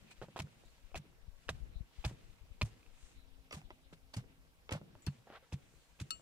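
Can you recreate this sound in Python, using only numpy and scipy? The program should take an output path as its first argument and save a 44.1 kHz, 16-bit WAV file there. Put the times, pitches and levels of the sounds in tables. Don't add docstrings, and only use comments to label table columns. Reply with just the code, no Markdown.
import sys
import numpy as np
from scipy import signal
from scipy.io import wavfile

SR = 44100
rng = np.random.default_rng(int(sys.argv[2]) if len(sys.argv) > 2 else 0)


def digitize_waveform(pressure):
    field = np.atleast_2d(pressure).T
    bounded = np.clip(field, -1, 1)
    quanta = np.round(bounded * 32767).astype(np.int16)
    wavfile.write(sys.argv[1], SR, quanta)


def voltage_ratio(decibels):
    exponent = np.asarray(decibels, float) / 20
    return 10 ** exponent


N = 273861


def rms_one(x):
    return x / np.sqrt(np.mean(x ** 2) + 1e-20)


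def in_time(rows):
    s, *columns = np.transpose(rows)
    return [np.interp(np.arange(N) / SR, s, c) for c in columns]


def at_hz(points, hz):
    points = np.array(points)
    return np.interp(np.log(hz), np.log(points[:, 0]), points[:, 1])


def band(x, low_hz, high_hz):
    sos = signal.butter(2, [low_hz, min(high_hz, .45 * SR)], "band", fs=SR, output="sos")
    return signal.sosfilt(sos, x)


def drift(rate):
    r = np.exp(-80 * np.pi * rate / SR)
    noise = rng.standard_normal(N // 40 + 2002)
    slow = signal.lfilter([1], [1, -2 * r, r * r], noise)[2000:]
    return np.interp(np.arange(N) / 40, np.arange(len(slow)), rms_one(slow))


def ring(clicks, hz, t60):
    r = voltage_ratio(-60 / (max(t60, .001) * SR))
    w = 2 * np.pi * hz / SR
    return signal.lfilter([0, np.sin(w)], [1, -2 * r * np.cos(w), r * r], clicks + 1e-18)


def strike(clicks, modes, tilt_db, spread_db):
    chance = rng.standard_normal((len(modes), 3))
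    out = 0
    for k, ((hz, db, t60), (both, left, right)) in enumerate(zip(modes, chance)):
        luck_db = spread_db * (both + 0.61 * np.array([[left], [right]]))
        seen = voltage_ratio(db + tilt_db * np.log2(hz / 2000) + luck_db)
        out = out + (-1) ** k * seen * ring(clicks, hz, t60)
    return out / np.max(np.abs(out.mean(axis=0)))


def add(out, sound, s, pan_db, lag):
    for side, row in enumerate(np.broadcast_to(sound, (2, sound.shape[-1]))):
        at = round(s * SR) + max(lag if side == 0 else -lag, 0)
        out[side, at:at + len(row)] += voltage_ratio(pan_db * (1.5 - side)) * row[:N - at]


# t/s, left port lag/samples
STAKE_LAG = [
    (0, 3),
    (2.9, 3),
    (3.3, 8),
    (4.9, 8),
    (4.93, 2),
    (6.21, 2),
]


def lag_at(s):
    return round(np.interp(s, *np.transpose(STAKE_LAG)))


def grit(low_hz, high_hz, per_s, cycles, alike):
    grain_db_spread = 3.24 * np.minimum(rng.exponential(1, (3, N)), 5)
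    sizes = voltage_ratio(grain_db_spread) * rng.choice([-1, 1], (3, N))
    grains = sizes * (rng.random((3, N)) < per_s / SR)
    dealt = rng.integers(0, 8, (3, N))
    both, left, right = sum(ring(grains * (dealt == k), hz, cycles / hz)
                            for k, hz in enumerate(np.geomspace(low_hz, high_hz, 8)))
    lag = in_time(STAKE_LAG)[0].astype(int)
    late = both[np.maximum(np.arange(N) - lag, 0)]
    share = np.clip(alike, 0, 1)
    return rms_one(np.sqrt(share) * np.array([late, both]) + np.sqrt(1 - share) * np.array([left, right]))


# t/s, level/dB
EARLIER_THUD = (-.03, -30)
MURMUR_DB, GRASS_DB = -80, -12.5
SETTLE_DB, SETTLE_FOLLOWS, SETTLE_S = -66, .3, .06


def settling(breeze_db):
    t = np.arange(N) / SR
    level = voltage_ratio(MURMUR_DB) + voltage_ratio(breeze_db + GRASS_DB)
    for s, db, *_ in [EARLIER_THUD] + THUDS:
        since = np.maximum(t - s, 0) / SETTLE_S
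        level = level + voltage_ratio(SETTLE_DB + SETTLE_FOLLOWS * (db + 30)) * since * np.exp(1 - since)
    return 20 * np.log10(level)


# f/Hz, level/dB per Hz
QUIET = [(59, -30), (100, 2), (210, -3), (380, -7.5), (680, -20), (2470, -15), (6840, -23.5), (16000, -27)]
# f/Hz, left-right likeness/1
LIKENESS = [(60, 0.91), (180, 0.68), (550, -0.28), (1650, -0.47), (4970, 0.13), (15000, -0.22)]
QUIET_DB = -70.5


def field(murmur_db):
    out = 0
    edges = 90 * 2 ** np.arange(0, 7.8, .5)
    white = rng.standard_normal((2, 2, N))
    for k, (low, high) in enumerate(zip(edges, edges[1:])):
        mid, side = band(white[k % 2], low, high)
        hz = np.sqrt(low * high)
        alike = np.clip(at_hz(LIKENESS, hz), -1, 1)
        swell_db = (murmur_db - murmur_db.mean()) * np.clip(1.2 - np.log2(hz / 300) / 3, 0, 1)
        drift_db = (2.4 if hz < 4000 else 1.0) * drift(15)
        gain = voltage_ratio(at_hz(QUIET, hz) + swell_db + drift_db)
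        out = out + gain * (np.sqrt(1 + alike) * mid + np.sqrt(1 - alike) * side * [[1], [-1]])
    return voltage_ratio(QUIET_DB + 3.0) * rms_one(out)


# t/s, level/dB, sharpness/dB
PUFFS = [(0.193, -47.5, -13), (0.66, -48, -9), (0.848, -44.5, -9.5), (0.937, -41.5, -21),
         (1.23, -49.5, -11), (1.286, -38, -2), (1.33, -46, -24), (1.476, -44, -5), (1.551, -38.5, 1),
         (1.609, -39.5, 0), (1.698, -49, 0), (1.764, -32.5, -2.5), (1.811, -30, 1.5), (1.99, -38, -2.5),
         (2.244, -51, -7.5), (2.301, -47, -14), (2.421, -41.5, -8.5), (2.518, -38.5, -5.5),
         (2.727, -50, -3), (2.882, -46.5, -12), (2.932, -49, -19), (3.036, -44.5, -6), (3.174, -50, -18),
         (3.242, -47.5, -17), (3.323, -47, -22), (3.652, -43.5, -8)]


def wind(wind_db):
    out = np.zeros((2, N))
    t = np.arange(-SR // 20, SR // 20) / SR
    for (s, db, sharp_db), (sign, after) in zip(PUFFS, rng.uniform(-0.83, 1, (len(PUFFS), 2))):
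        width_s = np.clip(.0022 - 0.00022 * sharp_db, .002, .015)
        press = np.exp(-(t / width_s + 1) ** 2)
        release = (0.94 + 0.73 * after) * np.exp(-(t / width_s / 2.17 - 1) ** 2)
        bump = press - release
        add(out, voltage_ratio(db + 0.5) * np.sign(sign) * bump * [[1], [.03]], s + t[0], 0, 0)
    rumble = rms_one(band(rng.standard_normal((2, N)), 22, 61.7))
    rumble *= voltage_ratio(wind_db + np.array([1.4 + 5 * drift(14), -5 + 3 * drift(24)]))
    return signal.sosfilt(signal.butter(1, 18, "high", fs=SR, output="sos"), out) + rumble


# t/s, half length/s, dry rustle/dB, cloth hiss/dB
STIRS = [
    (0.05, .25, -62, -77),
    (.65, .35, -65, -77),
    (1.5, .13, -62, -75),
    (2.02, .09, -59, -75),
    (2.25, .2, -64, -78),
    (2.8, .2, -64, -80),
    (3.06, .09, -61, -67),
    (5.12, .12, -66, -76),
    (5.75, .25, -72, -74),
    (6.15, .15, -66, -72),
]


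def stirring():
    t = np.arange(N) / SR
    level = 1e-6
    for s, length, rustle_db, cloth_db in STIRS:
        level = level + voltage_ratio(np.array([[rustle_db], [cloth_db]])) * np.exp(-((t - s) / length) ** 2)
    return 20 * np.log10(level)


# t/s, fade/s, clods/dB, crumbs/dB, dust/dB
CRUNCH = [(.113, 0.012, -68, -62, -65), (0.226, 0.018, -52, -60, -72), (0.368, 0.01, -46, -53, -68),
          (.379, .005, -52, -54, -58), (.392, .005, -50, -46, -55), (.401, 0.007, -52, -44, -51),
          (.421, 0.006, -65, -55, -57), (0.96, 0.012, -55, -46, -56), (.976, .008, -70, -56, -53),
          (1.494, 0.005, -49, -42, -49), (1.502, .008, -62, -52, -56), (2.051, 0.007, -40, -40, -53),
          (2.062, .006, -55, -58, -50), (2.08, 0.03, -62, -64, -62), (2.6175, 0.004, -54, -40, -54),
          (2.627, .006, -66, -49, -49), (2.654, 0.027, -63, -66, -61), (3.527, 0.012, -70, -53, -54),
          (3.546, .016, -58, -55, -57), (3.575, 0.03, -62, -65, -66), (3.933, 0.012, -68, -60, -71),
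          (4.142, 0.013, -60, -52, -56), (4.168, .007, -65, -56, -51), (4.178, 0.025, -58, -59, -63),
          (4.711, 0.007, -48, -50, -57), (4.724, 0.006, -46, -42, -47), (4.736, .008, -48, -47, -54),
          (4.756, 0.025, -54, -58, -68), (5.072, 0.013, -53, -52, -64), (5.531, 0.012, -61, -52, -57),
          (6.002, .007, -66, -52, -54), (6.015, 0.009, -66, -55, -56)]
SWELL_SHARE, SWELL_MAX_S = .65, .013


def crunch(rustle_db, cloth_db):
    t = np.arange(N) / SR
    levels = np.zeros((3, N))
    for s, fade, *dbs in CRUNCH:
        swell = min(SWELL_SHARE * fade, SWELL_MAX_S)
        near = slice(max(round((s - swell) * SR), 0), round((s + 4 * fade) * SR))
        rise = np.clip(1 + (t[near] - s) / swell, 0, 1)
        fall = np.exp(-(np.maximum(t[near] - s, 0) / fade) ** 1.4)
        levels[:, near] += voltage_ratio(np.array(dbs))[:, None] * rise * fall
    clods = levels[0] * voltage_ratio(np.array([[-1.2], [1.2]])) * band(grit(560, 1700, 1200, 14, .8), 450, 3000)
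    rustle = voltage_ratio(rustle_db - 10.0 + 2.2 * drift(32))
    crumbs = (levels[1] + rustle) * grit(2176, 4610, 5000, 3.96, 0.37)
    fine = band(grit(5400, 8800, 8000, 6.5, 0.1), 3500, 14000)
    cloth = voltage_ratio(cloth_db - 1.0) * band(fine, 5770, 9300)
    return clods + crumbs + levels[2] * fine + cloth


# t/s, level/dB, f/Hz, length/s
WHISPERS = [
    (.09, -72, 2500, .025),
    (.118, -61, 2500, .012),
    (.118, -66, 8000, .012),
    (.118, -68, 4100, .011),
    (.608, -72, 2600, .012),
    (.69, -78, 4300, 0.03),
    (1.766, -71.5, 3980, 0.032),
    (2.966, -78, 3750, .015),
    (3.192, -76, 4000, 0.058),
    (5.821, -80, 4300, 0.091),
]


def whispers():
    out = np.zeros((2, N))
    t = np.arange(N) / SR
    for s, db, hz, length in WHISPERS:
        near = slice(max(round((s - 3 * length) * SR), 0), round((s + 3 * length) * SR))
        noise = rng.standard_normal((2, SR // 2 + SR // 10))
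        hiss = rms_one(band(noise, 0.925 * hz, 1.05 * hz))
        out[:, near] += voltage_ratio(db) * np.exp(-((t[near] - s) / length) ** 2) * hiss[:, :len(t[near])]
    return out


# t/s, peak/dB, loudest low mode f/Hz, loudest high mode f/Hz,
# brightness/(dB/octave)
KNOCKS = [(0.2158, -33.5, 401, 1500, -2.5), (0.2215, -38, 420, 1470, -3), (.225, -40, 500, 1500, -4),
          (.241, -44, 520, 900, -6), (0.3615, -29.5, 670, 3300, -2), (.367, -39, 850, 1600, -3),
          (0.3765, -37, 394, 2500, 1), (0.39, -33, 650, 3460, 0), (.3975, -36, 900, 7200, 3),
          (0.4025, -31, 633, 2560, 2), (0.945, -33, 696, 2550, 0.5), (0.9545, -33, 940, 2430, -1),
          (.958, -34, 1200, 2560, 1), (1.4849, -38, 650, 2800, 5), (1.4904, -24, 1050, 1620, 0),
          (1.4923, -25, 1000, 3900, 4), (1.4948, -31, 680, 5600, 1), (2.042, -35, 746, 2500, 0),
          (2.0455, -33, 480, 3500, 0), (2.0482, -32, 900, 2500, 1), (2.6137, -22, 965, 2100, 2.5),
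          (2.617, -26.5, 960, 4200, 3), (2.6187, -20.5, 950, 2500, 3.5), (3.509, -43, 700, 5500, 3),
          (3.5113, -36, 1033, 2150, 2), (3.5265, -39, 1180, 4600, 2), (3.528, -36, 1100, 2570, 2),
          (3.5303, -34, 1180, 2700, 1), (3.555, -45, 1200, 3600, 0), (3.7055, -38, 720, 2000, -.5),
          (4.1398, -36, 597, 4510, 3), (4.1445, -42, 700, 3600, 1), (4.6927, -30, 1040, 2130, 1.5),
          (4.695, -35, 800, 2200, 0), (4.708, -40, 420, 1300, -3), (4.718, -30, 900, 1500, -2),
          (4.7225, -32, 552, 3000, 2), (4.749, -35, 546, 2120, -1.5), (4.7525, -34, 600, 2100, -2),
          (5.0695, -43, 400, 2640, 2),
    (5.0855, -48, 1000, 2700, 2),
    (5.52, -52, 900, 2000, 0),
    (5.5242, -37, 487, 2610, 3.5),
    (5.992, -52, 1220, 2570, 1),
    (6.0005, -42, 1120, 3370, 3),
]
# t/s, peak/dB, loudest low mode f/Hz, brightness/(dB/octave)
TICKS = [(0.1, -55, 417, -1.5), (0.285, -44, 550, -4.5), (0.471, -51, 401, -4), (0.637, -52, 700, -5),
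         (0.917, -53, 533, -1.5), (1.053, -57, 420, -4.5), (1.655, -55, 410, -7.5),
         (2.112, -41.5, 560, -10), (2.83, -54, 1003, 4), (2.863, -52, 697, 5), (3.616, -46.5, 724, 3),
         (3.927, -44, 390, -6), (3.934, -47, 400, -8), (4.241, -53, 434, -5), (4.815, -41.5, 556, -4.5),
         (4.953, -45, 600, -3), (5.272, -47, 700, -6), (5.302, -40, 600, -4), (5.324, -42, 1080, -4),
         (5.427, -53, 517, -4), (5.739, -54, 410, -7), (6.197, -51, 576, -2.5)]
# f/Hz, level/dB, t60/s
BAMBOO = [(980, 0, 0.026), (1992, -10, 0.043), (2525, -5, 0.031), (3365, -20, 0.048), (3661, -20, 0.056),
          (4624, -14, 0.04), (5658, -20, 0.059), (6110, -20, 0.042), (6444, -29, 0.065),
          (390, 4, 0.018), (627, -9.5, 0.11), (764, -27.5, 0.09), (1250, -6.5, 0.039), (1510, -7.5, 0.029)]
# f/Hz, level/dB, t60/s
CRACK = [(1500, 3, .005), (3300, 2, .003), (5000, -4, .002)]
SOFT_TICK_HZ, HARD_TICK_HZ = 1430, 2530
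HARD_ABOVE_DB = -2
RATTLE_S, RATTLE_SHORTENS_S_PER_DB = .0075, .0003


def knocks(damping=0.5, low_db=2.5, high_db=3.0, low_t60=.006, high_t60=.013):
    out = np.zeros((2, N))
    t = np.arange(SR // 12) / SR
    ticks = [(s, db, hz, HARD_TICK_HZ if tilt > HARD_ABOVE_DB else SOFT_TICK_HZ, tilt)
             for s, db, hz, tilt in TICKS]
    for s, db, low_hz, high_hz, tilt_db in KNOCKS + ticks:
        rattle_s = RATTLE_S - RATTLE_SHORTENS_S_PER_DB * max(db + 35, 0)
        luck = rng.random((2, len(t)))
        clicks = (luck[0] < .016) * (luck[1] - .5) * 1.1 * np.exp(-t / max(rattle_s, .0005))
        clicks[0] = -1
        modes = [(f, d, damping * min(t60, 70 / f)) for f, d, t60 in BAMBOO] + CRACK
        modes += [(low_hz, low_db, 15.0 / low_hz + low_t60), (high_hz, high_db, high_t60)]
        add(out, voltage_ratio(db) * strike(clicks, modes, tilt_db, spread_db=2.5), s - .0003, -2.2, lag_at(s))
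    return out


def echoes(x):
    dull = band(x, 120, 2100)
    return sum(voltage_ratio(db) * np.pad(dull[::-1], ((0, 0), (round(s * SR), 0)))[:, :N]
               for s, db in [(.009, -22), (.021, -29)])


# t/s, ground/dB, ground f/Hz, dent/dB
THUDS = [(.22, -44, 125, -49), (.283, -51, 150, -56), (.396, -33.5, 91.5, -35), (.43, -42, 92, -48),
         (.96, -36, 72, -44), (1.496, -35.5, 75, -43), (2.049, -25, 62, -34), (2.107, -42, 125, -48),
         (2.6195, -25.5, 68, -37), (3.5405, -41, 78, -40), (4.165, -29.5, 105, -38),
         (4.7195, -29.5, 90, -28), (4.748, -35, 104, -36), (4.813, -42, 150, -47), (5.0695, -29.5, 85, -31),
         (5.5265, -31.5, 85, -35), (6.0105, -33.5, 92, -36)]
# t/s, level/dB, f/Hz
SWINGS = [(.23, -46, 170), (.287, -53, 190), (.4115, -36, 143), (.44, -42, 146), (.9735, -45, 150),
          (.9915, -43, 137), (1.505, -42, 143), (1.522, -42, 120), (2.061, -28.5, 120), (2.116, -44, 145),
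          (2.6175, -32, 190), (2.6295, -25, 108), (3.5655, -39, 150), (3.926, -48, 165), (4.167, -36, 195),
          (4.1815, -34, 125), (4.737, -33, 145), (4.7515, -36, 160), (4.817, -44, 190), (5.08, -27, 139),
          (5.5375, -31, 137), (6.019, -36, 139)]
DENT_HZ = 300


def thuds(push_s=0.0031, ground_t60=0.085, post_t60=0.11):
    out = np.zeros((2, N))
    push = np.zeros(SR // 3)
    push[:round(push_s * SR)] = np.hanning(round(push_s * SR)) * 2 / (push_s * SR)
    rebound = np.roll(push, round(0.0019 * SR))
    for s, ground_db, ground_hz, dent_db in THUDS:
        dent = voltage_ratio(dent_db) * ring(push, DENT_HZ, 0.03)
        ground = voltage_ratio(ground_db) * ring(rebound, ground_hz, ground_t60)
        add(out, ground - dent, s - push_s / 2, -.6, lag_at(s))
    for s, db, hz in SWINGS:
        above = 0.3 * ring(push, 1.36 * hz, 0.88 * post_t60) + 0.25 * ring(push, 200.7, 0.084)
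        add(out, voltage_ratio(db) * (above - ring(push, hz, post_t60)), s - push_s / 2, -.6, lag_at(s))
    return band(out, 48, 2000)


# t/s, peak/dB, left-right/dB
PINGS = [
    (5.021, -56.5, 0.5),
    (5.065, -36.5, 1.9),
    (.652, -63, 0),
    (6.1058, -30.5, 4.2),
]
# f/Hz, level/dB, t60/s
STRANDS = [
    [(1300, -4, .15), (6050, -10, .04), (7060, -2, 0.38), (7950, -1, 0.065)],
    [(2640, 0, 0.055), (3400, -3, .055), (4375, -1.5, 0.08), (5394, 1, 0.05), (6120, -3, .012),
     (7460, -18, 0.09), (8550, -5, 0.03)],
    [(3850, 0, .12), (7000, -1, .2), (7900, -1, .12), (9600, -3, .1)],
]
BAR_HZ = [1298, 2608, 2897, 3740, 4375, 5385, 6945, 7466, 8550, 5943, 9604, 11080, 14150, 15310]
# level/dB, t60/s
BAR = [(0, 0.11), (-14, 0.12), (-7, 0.15), (-7, 0.035), (-1.5, 0.1), (-9, 0.07), (-7.5, 0.035), (-11, 0.22),
       (-6, 0.03), (-7.5, .03), (-14, .02), (-20, .022), (-21, .025), (-24, .028)]
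WIRE_LAG = -21


def pings():
    out = np.zeros((2, N))
    t = np.arange(SR // 4) / SR
    for (s, db, pan_db), modes in zip(PINGS, STRANDS + [np.c_[BAR_HZ, BAR]]):
        scratch = rng.standard_normal((2, len(t))) * np.exp(-t / .004)
        ringing = strike(1. * (t == 0), modes, np.array([[1.5], [-1.5]]), spread_db=.7)
        sound = band(band(ringing + 0.25 * scratch, 1230, 12000), 1140, 18000)
        add(out, voltage_ratio(db) * sound, s, pan_db, WIRE_LAG)
    return out


# t/s, level/dB
DRONE = [
    (3.05, -85),
    (3.2, -73),
    (4.0, -75),
    (4.4, -73),
    (4.6, -92),
]
# f/Hz, level/dB
DRONE_LINES = [(160, -3), (264, -1), (393, -15)]


def drone():
    waver = np.cumsum(1 + 0.00825 * drift(3)) / SR
    lines = sum(voltage_ratio(db) * np.sin(2 * np.pi * hz * waver) for hz, db in DRONE_LINES)
    return voltage_ratio(in_time(DRONE)[0]) * lines


# t/s, pressure/dB
SCRAPE = [
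    (5.25, -77.5),
    (5.272, -64),
    (5.31, -62),
    (5.355, -54.5),
    (5.378, -59),
    (5.39, -75),
    (5.415, -76),
    (5.43, -69),
    (5.48, -78),
]
SCRAPE_UPPER_DB, SCRAPE_BRIGHTENS_DB_PER_S = -10, 70
SCRAPE_FREE_S = 5.36


def scrape():
    body_db, = in_time(SCRAPE)
    start_s = SCRAPE[0][0]
    dragged_s = np.clip(np.arange(N) / SR, start_s, SCRAPE_FREE_S) - start_s
    upper_db = body_db + SCRAPE_UPPER_DB + SCRAPE_BRIGHTENS_DB_PER_S * dragged_s
    body = band(grit(466, 1580, 2200, 30.0, 0.97), 385, 2700)
    return voltage_ratio(body_db) * body + voltage_ratio(upper_db) * grit(1580, 3860, 4000, 9.2, 0.53)


# t/s, level/dB
BREEZE = [(0.0, -65), (0.31, -80), (0.66, -67), (1.42, -66), (1.57, -54), (1.8, -57), (1.92, -70),
          (2.35, -67), (2.65, -61), (2.95, -69), (3.13, -59), (3.3, -67.5), (4.0, -68), (4.8, -66),
          (5.0, -73), (5.3, -74), (6.21, -67)]


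def scene():
    breeze_db, = in_time(BREEZE)
    around = field(settling(breeze_db)) + wind(breeze_db) + drone()
    friction = crunch(*stirring()) + whispers() + scrape()
    work = knocks() + thuds() + pings()
    return around + friction + work + echoes(work)


def low_pass(x):
    return signal.sosfilt(signal.butter(12, 16460, fs=SR, output="sos"), x)


def record(dry):
    mix = signal.sosfilt(signal.cheby2(12, 60, 16500, fs=SR, output="sos"), dry)
    return low_pass(mix)


dry = scene()
out = record(dry)
digitize_waveform(out)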